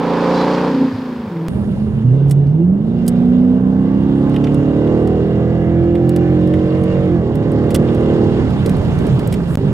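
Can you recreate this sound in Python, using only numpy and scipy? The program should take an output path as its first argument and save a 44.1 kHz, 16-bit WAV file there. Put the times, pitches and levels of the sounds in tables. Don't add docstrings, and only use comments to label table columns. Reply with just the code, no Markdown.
import sys
import numpy as np
from scipy import signal
from scipy.io import wavfile
from scipy.ndimage import uniform_filter1d, minimum_filter1d

SR = 44100
rng = np.random.default_rng(int(sys.argv[2]) if len(sys.argv) > 2 else 0)


def pcm_store(signal):
    levels = np.round(np.clip(np.atleast_2d(signal), -1, 1) * 32767)
    wavfile.write(sys.argv[1], SR, levels.astype(np.int16).T)


N = 429081
TIME = np.arange(N) / SR
INSIDE_S, BREAK_S, RESUME_S = 1.484, 9.5545, 9.573
RASP_LIFT_DB = -9.5

# t/s, f/Hz
VERGE_CYCLE_RATE = [(0, 28.6), (.22, 29.0), (.46, 29.7), (.7, 30.0), (.82, 29.7), (.94, 29.25),
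                    (1.18, 27.3), (1.26, 25.2), (1.33, 21.4), (1.4, 20.4), (1.48, 20.8)]
# t/s, opening/1
VERGE_THROTTLE = [(0, 0.98), (.66, 0.89), (.78, 0), (1.24, .1), (1.32, 0.2), (1.47, 0.33)]
# order, level under load/dB, level off throttle/dB
TAILPIPE_ORDERS = [(2, -23, -30), (3, -23, -33), (4, -25, -29), (5, -9.5, -14), (6, 0, -10.5),
                   (7, -27, -29), (9, -5, 2), (10, -1, -14), (11, -13, -16)]
# f/Hz, level/dB
TAILPIPE_RESPONSE = [(250, 9), (350, 1), (410, 4), (440, 5.5), (480, 2), (530, 3.5), (560, -.5), (590, -1),
                     (625, -24), (670, -22), (705, -5), (735, -5), (765, -2), (830, -4.5), (950, -1),
                     (1100, -8), (1350, -19), (1800, -23)]
# order, f/Hz, half-width/Hz, level/dB
DRONE_RESONANCES = [(7, 145, 8, -26), (13, 357, 14, -30), (13, 388, 5, -32), (14, 418, 5, -27),
                    (14, 288, 10, -28), (16, 330, 15, -19.5), (16, 450, 22, -34), (17, 506, 6, -27),
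                    (22, 455, 20, -28)]
# f/Hz, level/dB
GAS_SPECTRUM = [(90, -16), (190, -13), (330, -6), (500, 1), (650, -9), (950, -4), (1400, -10), (2500, -17),
                (6000, -40)]
# t/s, f/Hz, width/s, level/dB
EXHAUST_THUDS = [(.948, 108, .016, -20), (.995, 100, .03, -34), (1.195, 80, .025, -33),
                 (1.278, 100, .018, -29)]
# f/Hz, level/dB
HISS_SPECTRUM = [(350, -32), (600, -22), (660, -13), (736, -9), (953, -13.5), (1250, 1), (1760, -17),
                 (4090, -15.5), (5080, -37), (5740, -30), (7140, -40), (15500, -50)]
# t/s, width/s, level/dB
GAS_JET_FLARES = [(.39, .05, 6), (.54, .02, 4.5)]
# t/s, f/Hz
CABIN_CYCLE_RATE = [(1.48, 12.19), (1.72, 12.8), (2.02, 13.8), (2.06, 15.4), (2.11, 15.7), (2.17, 17.2),
                    (2.48, 17.7), (2.68, 22.68), (2.91, 29.05), (3.8, 32.53), (4.3, 35.22), (5.7, 42.03),
                    (6.3, 43.94), (7.03, 46.15), (7.33, 37.33), (7.96, 38.33), (8.39, 38.25), (8.82, 29.13),
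                    (9.55, 28.62)]
# t/s, opening/1
CABIN_THROTTLE = [(1.68, 0.3), (1.85, 0.4), (2.02, 0.5), (2.06, 0.93), (7.15, 1), (7.27, 0.5), (7.6, 0.73),
                  (8.3, 0.85), (8.5, 0.25)]
# order, level/dB
THROB_HARMONICS = [(1, -20.5), (2, -5.5), (3, -1.5)]
# order, level/dB
RASP_ACCENTS = [(14, -6), (15, -5), (17, -7), (18, -5), (20, -9), (27, 3), (32, 2), (48, 6)]
# f/Hz, level/dB
CABIN_RESPONSE = [(200, 11), (345, 14), (415, 6.5), (500, 3), (560, 4), (630, -8), (700, -6), (800, -6),
                  (950, -16), (1100, -13.5), (1300, -20), (2400, -25)]
# order, f/Hz, half-width/Hz, level/dB
BODY_RESONANCES = [(4, 143, 6.8, -17), (4, 178, 28, -19), (5, 145, 14, -25), (5, 169, 12, -23),
                   (5, 206, 19, -21.5), (6, 191, 22, -15), (6, 231, 7, -21), (8, 142, 4, -12),
                   (8, 186, 9, -11.5), (7, 200, 26, -26.5), (7, 254.7, 12, -19.5), (7, 309.8, 10.6, -17),
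                   (8, 124, 10, -6), (8, 169, 44, -10.5), (8, 246.9, 7, -10.5), (8, 280, 35, -17),
                   (8, 343.4, 8, -15), (9, 195, 35, -28.5), (9, 305, 28, -30.5), (9, 344, 9, -21),
                   (10, 147, 28, -19), (10, 342, 15, -23), (10, 396.3, 15, -21.5), (10, 455, 12, -24),
                   (11, 280, 17, -26), (11, 420, 19, -23), (11, 500, 18, -28.5), (9, 400, 42, -35.5),
                   (11, 360, 3.5, -31.5)]
# order, f/Hz, half-width/Hz, level/dB
UPPER_ORDER_RESONANCES = [(12, 365, 20, -36), (12, 485, 30, -29), (12, 550, 15, -34), (13, 500, 18, -27),
                          (13, 575, 40, -35), (14, 435, 35, -31), (14, 530, 20, -30), (14, 640, 15, -38),
                          (15, 470, 30, -33), (15, 555, 25, -32), (16, 208, 20, -12), (16, 336, 11, -16),
                          (16, 620, 150, -36.5), (17, 510, 25, -39), (17, 700, 60, -40), (18, 545, 20, -38),
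                          (18, 690, 35, -38.5), (18, 780, 15, -39), (19, 580, 22, -37), (19, 770, 35, -40),
                          (21, 635, 22, -44), (21, 805, 25, -43), (24, 415, 25, -33), (24, 725, 22, -40),
                          (24, 778, 14, -41), (24, 845, 20, -37), (24, 910, 20, -48), (24, 1030, 90, -51),
                          (25, 930, 45, -49), (25, 1140, 25, -49), (28, 990, 35, -48)]
# t/s, level/dB
RUMBLE_LEVEL = [(1.48, -19.5), (2.9, -23.5), (4.0, -22), (7.0, -22), (8.0, -18.5), (9.0, -14), (9.55, -19)]
# f/Hz, level/dB
RUMBLE_SPECTRUM = [(13, -46), (22, -18), (129, 2), (171, -3.5), (203, -3), (233, -11), (349, -4),
                   (434, -18), (531, -16), (650, -27), (807, -30.5), (900, -33), (1170, -55.5),
                   (1980, -120)]
# t/s, level/dB
RUSH_LEVEL = [(1.52, -48), (2.3, -52.5), (2.7, -59.5), (3.1, -46.5), (3.66, -52), (4.29, -45.5),
              (5.09, -45.5), (5.74, -49), (6.92, -43.5), (7.23, -48), (7.92, -41), (8.97, -40),
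              (9.53, -43.5)]
# f/Hz, level/dB
WIND_SPECTRUM = [(410, -34.5), (700, -5), (955, -14.5), (1100, -10.5), (1370, -18), (1540, -14.5),
                 (2000, -18.5), (2310, -21.5), (2840, -19), (4640, -29.5), (9230, -42.5), (11700, -56),
                 (12800, -66), (14500, -66), (15500, -99)]
# f/Hz, bandwidth/Hz, level/dB
ENGINE_RINGS = [(1530, 120, -14), (2030, 220, -16), (2800, 170, -13.5), (3200, 300, -21), (3650, 500, -20),
                (9000, 2500, -29)]
# t/s, knock level/dB, clack level/dB, fizz level/dB, decay/ms
TRIM_IMPACTS = [(2.283, -52, -50, -50, 3), (2.297, -48, -44, -37, 3), (2.3091, -36, -33, -27, 6),
                (2.468, -52, -52, -65, 5), (3.0634, -50, -46, -39, 5), (3.0787, -37, -28, -19, 5.5),
                (4.295, -46, -46, -44, 3), (4.342, -32, -46, -49, 4), (4.362, -26, -41, -44, 4),
                (4.441, -29, -36, -45, 5), (4.4698, -27, -48, -55, 4), (4.544, -41, -39, -33, 2.5),
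                (4.8736, -36, -54, -56, 4), (5.0731, -43, -41, -42, 3.5), (5.9527, -31, -47, -48, 4),
                (6.0918, -42, -36, -31, 3.5), (6.1614, -33, -32, -31, 4), (6.4732, -46, -46, -45, 4),
                (6.537, -31, -47, -48, 5), (6.59, -37, -58, -65, 5), (6.752, -40, -58, -65, 5),
                (6.8364, -47, -44, -40, 3.5), (7.3538, -49, -41, -36, 3.5), (7.517, -49, -46, -42, 3.5),
                (7.705, -35, -36, -36, 7), (7.7443, -30, -26, -23, 6), (7.749, -20, -26, -29, 4),
                (7.7595, -34, -31, -24, 2.5), (7.886, -32, -58, -65, 4), (7.9475, -39, -40, -38, 2.5),
                (8.504, -42, -46, -46, 3), (8.66, -36, -32, -33, 5), (8.694, -31, -31, -31, 2.5),
                (8.767, -42, -46, -43, 3), (8.987, -44, -39, -47, 4), (9.0667, -44, -42, -39, 4.5),
                (9.192, -41, -38, -40, 4), (9.2733, -40, -40, -25, 2.2), (9.324, -32, -34, -31, 6),
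                (9.339, -30, -37, -37, 5)]
# f/Hz, bandwidth/Hz, level/dB
TRIM_KNOCK = [(1050, 300, -7), (1400, 400, -4), (2000, 450, 0), (2450, 450, -3), (2900, 400, -1),
              (3400, 500, -3)]
# f/Hz, bandwidth/Hz, level/dB
TRIM_CLACK = [(3720, 1600, 1.5), (4930, 1800, 2.5), (5600, 3700, 0.5)]
# f/Hz, bandwidth/Hz, level/dB
TRIM_FIZZ = [(8200, 2500, 0), (10300, 3000, -1), (13600, 3500, -5.5)]
# t/s, level/dB
LOOSE_TRIM_LEVEL = [(8.3, -95), (8.55, -64), (9.15, -61), (9.44, -67), (9.49, -54), (9.55, -53),
                    (9.58, -67)]
# order, level/dB
CRUISE_HARMONICS = [(1, -19), (2, -18), (3, -12), (4, -19), (5, -2), (6, 6), (7, -21), (8, 3), (9, -14),
                    (10, -8), (11, -2.5), (12, -25), (13, -16), (14, -18), (15, -12), (16, -1.5), (17, -22),
                    (18, -10), (19, -6.5), (20, -27), (21, -15), (22, -25), (23, -10), (24, -27)]
# f/Hz, coherence/1
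COHERENCE = [(100, 0.97), (500, 0.6), (1000, 0.9), (2000, 0.99), (5000, 0.3), (10000, 0.5)]
# t/s, level/dB
SWITCH_TICKS = [(1.484, -12.5), (9.5547, -8)]


def from_db(db):
    return 10 ** (np.asarray(db) / 20)


def rms_one(x):
    return x / np.sqrt(np.mean(x ** 2) + 1e-20)


def in_time(curve, t):
    return np.interp(t, *np.transpose(curve))


def at_hz(spectrum, hz):
    frequencies, values = np.transpose(spectrum)
    return np.interp(np.log(hz), np.log(frequencies), values)


def hump(x, centre, width):
    return 1 / (1 + ((x - centre) / width) ** 2)


def bell(t, centre, width):
    return np.exp(-((t - centre) / width) ** 2)


def drift(hz, size, step=40, settle=2000):
    pole = np.exp(-2 * np.pi * hz * step / SR)
    white = rng.standard_normal(size // step + settle + 2)
    slow = signal.lfilter([1], [1, -2 * pole, pole * pole], white)[settle:]
    return np.interp(np.arange(size) / step, np.arange(len(slow)), rms_one(slow))


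def banded_noise(spectrum, size, flicker_db):
    out, edges = 0, 20 * 2 ** np.arange(0, 10.1, .5)
    white = rng.standard_normal((2, 2, size))
    for k, (low, high) in enumerate(zip(edges, edges[1:])):
        hz = np.sqrt(low * high)
        if spectrum[0][0] <= hz <= spectrum[-1][0]:
            band = signal.butter(2, [low, high], "band", fs=SR, output="sos")
            mid, side = signal.sosfilt(band, white[k % 2])
            alike = at_hz(COHERENCE, hz)
            gain = from_db(at_hz(spectrum, hz) + flicker_db * drift(12, size))
            out = out + gain * (np.sqrt(1 + alike) * mid + np.sqrt(1 - alike) * side * [[1], [-1]])
    return rms_one(out)


def ringing_noise(size, hz, width):
    radius = np.exp(-np.pi * width / SR)
    b, a = [1 - radius, 0, radius - 1], [1, -2 * radius * np.cos(2 * np.pi * hz / SR), radius ** 2]
    once = signal.lfilter(b, a, rng.standard_normal(size))
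    return rms_one(signal.lfilter(b, a, once))


def crank(cycle_hz, jitter):
    return 2 * np.pi * np.cumsum(cycle_hz) / SR + jitter * drift(16, len(cycle_hz))


def partial(angle, order, rough, scatter=np.pi, smear=0):
    phase = order * angle + scatter * rng.uniform(-1.37, 1)
    if np.any(smear):
        phase = phase + smear * drift(11, len(angle))
    return np.sqrt(2) * np.cos(phase) * (1 + rough * drift(8.3, len(angle)))


def overtones(angle, cycle_hz, orders_db, response, wander_db, **texture):
    out, power = 0, 0
    for order, db in orders_db.items():
        gain = from_db(db + at_hz(response, order * cycle_hz) + wander_db * drift(1.2, len(angle)))
        out = out + gain * partial(angle, order, **texture)
        power = power + gain ** 2
    return out / np.sqrt(power)


def puffs(angle, firing_depth, cycle_depth):
    return rms_one(np.exp(firing_depth * np.cos(8 * angle) + cycle_depth * np.cos(angle / 2) ** 16))


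def tailpipes(t, angle, cycle_hz, lift, distance_db):
    scatter = 4.5 - 3.1 * hump(t, .57, .2)
    overrun_db = 7 * bell(t, .796, .1)
    low_revs_db = 22 * np.log2(np.minimum(1, cycle_hz / 26.8))
    gains = {k: from_db((1 - lift) * on_db + lift * off_db) for k, on_db, off_db in TAILPIPE_ORDERS}
    low = sum(gain * partial(angle, k, rough=.08, scatter=scatter, smear=.04 + .2 * lift)
              for k, gain in gains.items())
    low /= np.sqrt(sum(gain ** 2 for gain in gains.values()))
    low *= from_db(-18 + overrun_db + low_revs_db)
    resonance_db = 9 * hump(8 * cycle_hz, 165, 7.5)
    firing = from_db(-23.5 + .9 * overrun_db + resonance_db) * partial(angle, 8, rough=.053)
    upper_db = dict.fromkeys(range(12, 56), 0) | {12: -3, 14: -3, 15: 3, 18: 2}
    bark = overtones(angle, cycle_hz, upper_db, TAILPIPE_RESPONSE, wander_db=1.2,
                     rough=.22, scatter=scatter, smear=.2 + .8 * lift)
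    bark *= from_db(-16 + .5 * overrun_db - 12.5 * lift)
    drone = lift * sum(from_db(db) * hump(k * cycle_hz, hz, width) * partial(angle, k, rough=.15)
                       for k, hz, width, db in DRONE_RESONANCES)
    return from_db(distance_db) * (low + firing + bark + drone)


def gas_turbulence(angle, lift, distance_db):
    noise = banded_noise(GAS_SPECTRUM, len(angle), flicker_db=0)
    return from_db(-25 + distance_db - 7.5 * lift) * noise * puffs(angle, .5, .4)


def jet_and_tyres(t, angle, distance_db):
    hiss_db = -31 + 2.2 * distance_db
    hiss = from_db(hiss_db) * banded_noise(HISS_SPECTRUM, len(t), flicker_db=.5)
    flare_db = sum(db * bell(t, s, width) for s, width, db in GAS_JET_FLARES)
    jet = from_db(hiss_db - 12 + flare_db) * ringing_noise(len(t), hz=4400, width=1700)
    whistle = from_db(-37) * bell(t, .4, .045) * ringing_noise(len(t), hz=4010, width=90)
    tread = from_db(-42.5 + distance_db) * ringing_noise((2, len(t)), hz=1480, width=540)
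    return (hiss + jet) * puffs(angle, .2, .2) + whistle + tread


def exhaust_thuds(t):
    return sum(from_db(db) * bell(t, s, width) * np.sin(2 * np.pi * hz * (t - s))
               for s, hz, width, db in EXHAUST_THUDS)


def verge(t, loudest_s=.42, recede_s=.41):
    cycle_hz = in_time(VERGE_CYCLE_RATE, t)
    lift = 1 - in_time(VERGE_THROTTLE, t)
    distance_db = 10 * np.log10(hump(t, loudest_s, recede_s))
    angle = crank(cycle_hz, jitter=.008)
    pipes = tailpipes(t, angle, cycle_hz, lift, distance_db)
    gas = gas_turbulence(angle, lift, distance_db)
    burble = 1 + .18 * lift * drift(20, len(t))
    car = pipes * burble + gas + jet_and_tyres(t, angle, distance_db) + exhaust_thuds(t)
    pan = from_db(hump(t, 0, recede_s) * [[-1.3], [1.3]])
    return car * pan + from_db(-60.5) * rng.standard_normal(len(t))


def booms(angle, cycle_hz, lift):
    power, out = {}, 0
    for k, hz, width, db in BODY_RESONANCES + UPPER_ORDER_RESONANCES:
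        power[k] = power.get(k, 0) + (from_db(db) * hump(k * cycle_hz, hz, width)) ** 2
    for k in power:
        if k < 12:
            lift_db = -17.5 if k == 8 else -4.5 if k <= 6 else -6
            tone = partial(angle, k, rough=.11, scatter=2.09)
        else:
            lift_db = RASP_LIFT_DB
            tone = partial(angle, k, rough=.22, smear=.35 * (1 + lift))
        out = out + np.sqrt(power[k]) * from_db(lift_db * lift) * tone
    return out


def engine_inside(t, angle, cycle_hz, lift):
    burble = 1 + .38 * lift * drift(36, len(t))
    throb = sum(from_db(db) * partial(angle, k, rough=.21, scatter=1.3) for k, db in THROB_HARMONICS)
    throb *= from_db(-19.5 + 37 * np.log2(np.minimum(1, cycle_hz / 41.2)) + lift)
    thuds = rms_one(sum(partial(angle, k, rough=.4, scatter=1.2, smear=.5) for k in range(3, 7)))
    thuds *= from_db(-16.5) * bell(t, 8.78, .17)
    upper_db = {k: 0 for k in range(12, 57) if k not in (16, 24)} | dict(RASP_ACCENTS)
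    on_tune_db = 7 * hump(cycle_hz, 37.8, 3)
    rasp = overtones(angle, cycle_hz, upper_db, CABIN_RESPONSE, wander_db=3.5,
                     rough=.33, smear=.85 + lift)
    rasp *= from_db(-34.5 + RASP_LIFT_DB * lift + on_tune_db)
    belt_whine = from_db(-49.5) * hump(40 * cycle_hz, 1770, 240) * partial(angle, 40, rough=.3)
    return thuds + belt_whine - (booms(angle, cycle_hz, lift) + throb + rasp) * burble


def tyre_rumble(t):
    return from_db(in_time(RUMBLE_LEVEL, t)) * banded_noise(RUMBLE_SPECTRUM, len(t), flicker_db=2.5)


def engine_rings(t, lift):
    return sum(from_db(db - 8 * lift + 2.5 * drift(5, len(t))) * ringing_noise((2, len(t)), hz, width)
               for hz, width, db in ENGINE_RINGS)


def wind_and_engine_rings(t, angle, lift):
    rings = engine_rings(t, lift)
    wind = banded_noise(WIND_SPECTRUM, len(t), flicker_db=1.5)
    return from_db(6.5 + in_time(RUSH_LEVEL, t)) * (wind + rings) * puffs(angle, .17, .21)


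def thin_hiss(t, fade_db_per_s=23):
    return from_db(-52.5 - fade_db_per_s * (t - INSIDE_S)) * ringing_noise(len(t), hz=9900, width=2500)


def rattling_trim(t, rise_s=.001):
    knock, clack, fizz = envelopes = np.zeros((3, len(t)))
    for s, *levels_db, decay_ms in TRIM_IMPACTS:
        decay_s = decay_ms / 1000 * np.array([[1.3], [1], [1]])
        near = (t >= s) & (t < s + 10 * decay_s.max())
        age = t[near] - s
        attack = 1 - np.exp(-age / rise_s)
        envelopes[:, near] += from_db(levels_db)[:, None] * attack * np.exp(-age / decay_s)
    loose = from_db(in_time(LOOSE_TRIM_LEVEL, t) + 1.6 * drift(25, len(t)))
    out = 0
    for envelope, modes in ((knock, TRIM_KNOCK), (clack, TRIM_CLACK), (fizz + loose, TRIM_FIZZ)):
        ringing = sum(from_db(db) * ringing_noise(len(t), hz, width) for hz, width, db in modes)
        out = out + envelope * rms_one(ringing)
    return from_db(1.5) * out


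def cruise(t, cycle_hz=24.8):
    angle = crank(np.full(len(t), cycle_hz), jitter=.015)
    drone = sum(from_db(db) * partial(angle, k, rough=.39, scatter=1.45) for k, db in CRUISE_HARMONICS)
    return from_db(-15.5) * rms_one(drone)


def cabin(t, left_lag_s=.00014):
    cycle_hz = in_time(CABIN_CYCLE_RATE, t)
    lift = 1 - in_time(CABIN_THROTTLE, t)
    angle = crank(cycle_hz, jitter=.008 + .023 * lift)
    engine = engine_inside(t, angle, cycle_hz, lift)
    second_cabin = t >= RESUME_S
    engine[second_cabin] = cruise(t[second_cabin])
    left, right = engine + tyre_rumble(t) + wind_and_engine_rings(t, angle, lift) + thin_hiss(t)
    late_left = np.interp(t - left_lag_s, t, left)
    return (np.array([late_left, right]) + rattling_trim(t)) * from_db([[-1.9], [1.7]])


def scene():
    inside = TIME >= INSIDE_S
    car = np.concatenate([verge(TIME[~inside]), cabin(TIME[inside])], axis=1)
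    gate = uniform_filter1d(1. * ((TIME < BREAK_S) | (TIME > RESUME_S)), size=30)
    ticks = sum(from_db(db) * (TIME >= s) * np.exp(-np.abs(TIME - s) / .0019) for s, db in SWITCH_TICKS)
    return car * gate + ticks + from_db(-75.5) * rng.standard_normal(N)


def record(dry, ceiling=.88, hold_s=.03, cutoff_hz=15900):
    hold = int(hold_s * SR)
    allowed = np.minimum(1, ceiling / (np.abs(dry).max(axis=0) + 1e-9))
    gain = uniform_filter1d(minimum_filter1d(allowed, hold), hold)
    return signal.sosfilt(signal.ellip(10, .1, 90, cutoff_hz, fs=SR, output="sos"), dry * gain)


dry = scene()
out = record(dry)
pcm_store(out)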